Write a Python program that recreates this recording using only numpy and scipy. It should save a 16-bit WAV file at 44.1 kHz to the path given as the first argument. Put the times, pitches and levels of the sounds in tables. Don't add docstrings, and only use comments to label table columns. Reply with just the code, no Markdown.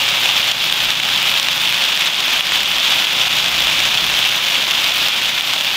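import sys
import numpy as np
from scipy import signal
from scipy.fft import rfft, irfft
from scipy.io import wavfile
from scipy.ndimage import uniform_filter1d

SR = 44100
rng = np.random.default_rng(int(sys.argv[2]) if len(sys.argv) > 2 else 0)


def nominal_scale(level):
    x = np.asarray(level, float) / 20
    return 10 ** x


def output_pcm(signal):
    pcm = np.clip(np.atleast_2d(signal).T, -1, 1) * 32767
    wavfile.write(sys.argv[1], SR, np.round(pcm).astype(np.int16))


N = 254016

# (time [s], rain level [dB])
STORM = [(0, -15.5), (.3, -15), (.6, -16.5), (1.0, -16.3), (1.3, -14.5), (1.5, -17), (1.9, -17),
         (2.15, -17), (2.35, -15.5), (2.7, -16.5), (2.95, -14), (3.3, -15), (3.6, -15), (4.0, -16),
         (4.45, -16), (4.9, -16), (5.2, -16.5), (5.76, -17)]
# (frequency [Hz], gain [dB per Hz])
PANEL_RESPONSE = [(120, -47), (200, -18.5), (403, -21), (465, -23), (530, -12.5), (600, -12.5), (800, -9.5),
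                  (1330, -9), (1950, -9.5), (2520, -3.5), (3460, -0.62), (4190, -10), (9000, -22),
                  (12000, -49)]
# (frequency [Hz], gain [dB per Hz])
SPRAY_RESPONSE = [(4120, -40), (7000, -8), (9390, -3.5), (12400, -5.5), (14600, -2), (15100, -3.5),
                  (15700, -10)]


def rain():
    rain_db = np.interp(np.arange(N) / SR, *np.transpose(STORM))
    spray_db = -18 + 0.09 * (rain_db + 20) + 0.4 * walk(4.4)
    gust = nominal_scale(0.52 * walk(30) + 0.7 * walk(90))
    roof = drops(4000, spread_db=3.6, most_db=7.7, splash_ms=0.6, tail_ms=3.6, tail_db=-6)
    glass = drops(1500, spread_db=7.0, most_db=13.0, splash_ms=0.38, tail_ms=1.5, tail_db=-10.5)
    dull, bright = split(glass, 1420)
    stiff_glass = bright + nominal_scale(-11.5) * dull
    patter = gust * (level(roof, -2.7) + nominal_scale(-4.0) * stiff_glass)
    body, _ = split(colour(patter, PANEL_RESPONSE), 7980)

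    spray = drops(600, spread_db=4.7, most_db=20.5, splash_ms=0.3, tail_ms=3, tail_db=-24)
    _, fizz = split(spray, 9200)
    mist = level(patter, 0) + gust * nominal_scale(-3.5) * fizz
    _, treble = split(colour(mist, SPRAY_RESPONSE), 7900)
    return nominal_scale(rain_db) * (level(body, 0) + nominal_scale(spray_db) * level(treble, 0))


def drops(rate, spread_db, most_db, splash_ms, tail_ms, tail_db):
    chance = rng.random((2, N))
    size_db = -spread_db * np.log(chance[1] + 1e-9)
    size = nominal_scale(np.minimum(size_db, most_db))
    hits = (chance[0] < rate / SR) * size ** 2
    splash = fade(hits, splash_ms / 1000)
    tail = nominal_scale(tail_db) ** 2 * fade(hits, tail_ms / 1000)
    return level(np.sqrt(splash + tail) * rng.standard_normal(N), 0)


# (time of peak [s], peak level [dB], splash length [ms])
BIG_DROPS = [(0.0896, -7, 0.81), (0.2585, 1, 1.2), (0.5178, -6, 0.75), (0.7258, -0.5, 1.3),
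             (0.9051, -0.5, 1.2), (1.0001, -3, 1.3), (1.3987, 1, 1.3), (1.4857, 2, .9), (1.6748, -4, 1.1),
             (1.7444, -2, 0.86), (1.8398, 0, 0.6), (2.0733, -2, 0.69), (2.4081, 1, 0.87),
             (2.6333, -3, 0.77), (2.6585, -3, .8), (2.7954, -8, .7), (2.8712, -12, 0.85),
             (3.0473, -6, 0.68), (3.3282, -3, 0.54), (3.4017, -9, .9), (3.6708, 1, 1.1), (3.9524, -1, 0.99),
             (4.242, -4, 1.1), (4.6803, -6, .6), (4.7105, -1, 0.66), (4.968, -2, 0.75), (5.085, -2, .63),
             (5.4096, -3, 1), (5.6101, -1, 0.82), (5.6781, -3, .95)]
# (time of peak [s], peak level [dB])
SPRAY_TICKS = [(0.0368, -16), (0.2034, -20), (0.4437, -15), (0.6782, -21), (0.726, -17), (0.8488, -16),
               (1.2288, -14), (1.2841, -17), (1.3034, -16), (1.3402, -16), (1.3829, -18), (1.6936, -16),
               (2.0492, -14), (2.2595, -17), (2.3344, -16), (2.4041, -18), (2.7053, -18), (2.949, -20),
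               (2.971, -17), (3.3349, -18), (3.3867, -18), (3.6041, -16), (3.7263, -25), (3.8053, -25),
               (4.0655, -18), (4.3611, -17), (4.4933, -19), (4.8453, -36), (4.9579, -12), (5.084, -17)]


def big_drops():
    click = np.zeros(400)
    click[40] = 1
    dull, bright = split(colour(click, PANEL_RESPONSE)[:400], 1800)
    _, fizz = split(colour(click, SPRAY_RESPONSE)[:400], 9200)
    thud, edge = split(bright + nominal_scale(-8.0) * dull, 4600)
    tap_ring = thud + nominal_scale(-4.5) * edge + nominal_scale(-29.5) * fizz

    ordinary_taps = scattered(count=160, db=-5.5, scatter_db=1.5, ms=0.8, scatter_ms=0.3)
    ordinary_ticks = scattered(count=80, db=-20.5, scatter_db=1, ms=0.7, scatter_ms=0.093)
    strong_ticks = [(s, db, 0.55) for s, db in SPRAY_TICKS]
    taps = splashes([*BIG_DROPS, *ordinary_taps], tap_ring)
    ticks = splashes([*strong_ticks, *ordinary_ticks], fizz)
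    return nominal_scale(1.0) * taps + nominal_scale(3.0) * ticks


def scattered(count, db, scatter_db, ms, scatter_ms):
    when = rng.uniform(0.02, N / SR - 0.02, count)
    size = rng.standard_normal((count, 2))
    return np.column_stack([when, db + scatter_db * size[:, 0], ms + scatter_ms * size[:, 1]])


def splashes(rows, ring):
    out = np.zeros(N + 400)
    t_ms = (np.arange(400) - 120) / SR * 1000
    for (s, db, ms), noise in zip(rows, rng.standard_normal((len(rows), 400))):
        width_ms = max(ms, 0.3) * np.where(t_ms < 0, 0.45, 0.6)
        burst = np.convolve(noise * np.exp(-(t_ms / width_ms) ** 2), ring)[:400]
        size = np.abs(burst)
        start = int(s * SR) - np.argmax(size)
        out[start:start + 400] += nominal_scale(db) * burst / size.max()
    return out[:N]


# (frequency [Hz], level [dB per Hz])
ROAD_SPECTRUM = [(12, -50), (23, -21), (31, -3), (58, -3), (72, -9), (105, -6), (135, -1.5), (170, 1.5),
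                 (240, -3.5), (400, -3.5), (450, -6), (580, -37), (990, -120)]
# (time [s], level [dB])
ROUGHNESS = [(0, 2), (.5, -2), (.75, 2), (1.2, 1), (1.5, -7), (1.65, 0), (1.95, -2), (2.25, 1), (2.45, 1),
             (2.62, 4), (3.05, 0), (3.6, 7), (3.85, 4), (4.08, 8), (4.5, -8), (4.7, 0), (5.3, -1.5),
             (5.76, -4)]


def road():
    rough_db = np.interp(np.arange(N) / SR, *np.transpose(ROUGHNESS))
    shake, roar = split(colour(rng.standard_normal(N), ROAD_SPECTRUM), 114)
    return nominal_scale(rough_db) * level(shake, -50) + nominal_scale(0.36 * rough_db) * level(roar, -41.5)


# (time [s], base frequency [Hz], engine level [dB], gear whine level [dB])
ENGINE_RUN = [
    (0, 30, 0.5, -47),
    (.6, 29.88, 2.5, -47),
    (1.7, 29.6, 1, -50),
    (2.1, 29.6, -24, -53),
    (3.3, 29.28, 3.5, -58),
    (4.2, 29.15, 1, -52),
    (4.9, 29.27, -3, -50),
    (5.76, 29.43, -2.5, -50),
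]
# (multiple of base frequency [1], level [dB])
ENGINE_ORDERS = [
    (4, -48.5),
    (5, -51),
    (6, -58),
    (8, -52.5),
]


def engine():
    t = np.arange(N) / SR
    s, hz, engine_db, whine_db = np.transpose(ENGINE_RUN)
    shaft_hz = np.interp(t, s, hz) * (1 + 0.0026 * walk(6.3))
    turn = 2 * np.pi * np.cumsum(shaft_hz) / SR
    hum = np.zeros(N)
    for multiple, db in ENGINE_ORDERS:
        hum += nominal_scale(db + 0.8 * walk(5.65)) * np.sqrt(2) * np.sin(multiple * turn)
    whine_hz = 548 * (1 + 0.00291 * walk(9.8))
    whine = np.sin(2 * np.pi * np.cumsum(whine_hz) / SR)
    return nominal_scale(np.interp(t, s, whine_db) + 3.5) * whine + nominal_scale(np.interp(t, s, engine_db)) * hum


def colour(x, points):
    hz, db = np.transpose(points)
    f = np.linspace(1, SR / 2, 4097)
    cepstrum = irfft(np.interp(np.log(f), np.log(hz), db) * np.log(10) / 20)
    cepstrum[1:4096] *= 2
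    cepstrum[4097:] = 0
    return signal.fftconvolve(x, irfft(np.exp(rfft(cepstrum))))[:N]


def split(x, hz):
    low = signal.sosfiltfilt(signal.butter(3, hz, fs=SR, output="sos"), x)
    return low, x - low


def fade(x, seconds):
    return signal.lfilter([1], [1, -np.exp(-1 / (seconds * SR))], x)


def level(x, db):
    return x * nominal_scale(db) / np.sqrt(np.mean(x ** 2))


def walk(rate):
    hold = max(int(SR / rate), 2)
    steps = np.repeat(rng.standard_normal(N)[:N // hold + 1], hold)
    w = uniform_filter1d(uniform_filter1d(steps, hold), hold)[:N]
    return w / w.std()


def scene():
    return (rain() + big_drops() + road() + engine())[None]


# (time [s], ducking [dB])
OVERLOADS = [(.2800, 1), (0.5195, 7), (.7471, 2), (0.908, 4), (1.0030, 3), (1.4010, 1.5), (1.5870, 0),
             (2.0760, 2), (2.1030, 4.5), (2.41, 5.5), (2.4500, 1), (2.6340, 2), (2.9880, 2.5), (3.0520, 6),
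             (3.2790, 5.5), (3.4026, 2.5), (3.5000, 0.5), (5.0120, -2.5), (5.0870, 4.5), (5.41, 4.6),
             (5.5400, 2), (5.6120, 4)]


def limiter(x):
    attack_s, release_s, ceiling = 0.0025, 0.042, 0.96
    blows = np.zeros(N)
    for s, db in OVERLOADS:
        blows[int(s * SR)] = db
    duck_db = fade(fade(blows, release_s), attack_s) / (attack_s * SR)
    x = x * nominal_scale(duck_db.mean() - duck_db)
    return x / (1 + np.abs(x / ceiling) ** 4) ** (1 / 4)


def band_limit(x):
    return signal.sosfilt(signal.butter(12, 16290, fs=SR, output="sos"), x)


def record(dry):
    top_cut = signal.ellip(12, 1, 65, 15730, fs=SR, output="sos")
    mix = signal.sosfilt(top_cut, limiter(dry))
    return band_limit(mix)


dry = scene()
out = record(dry)
output_pcm(out)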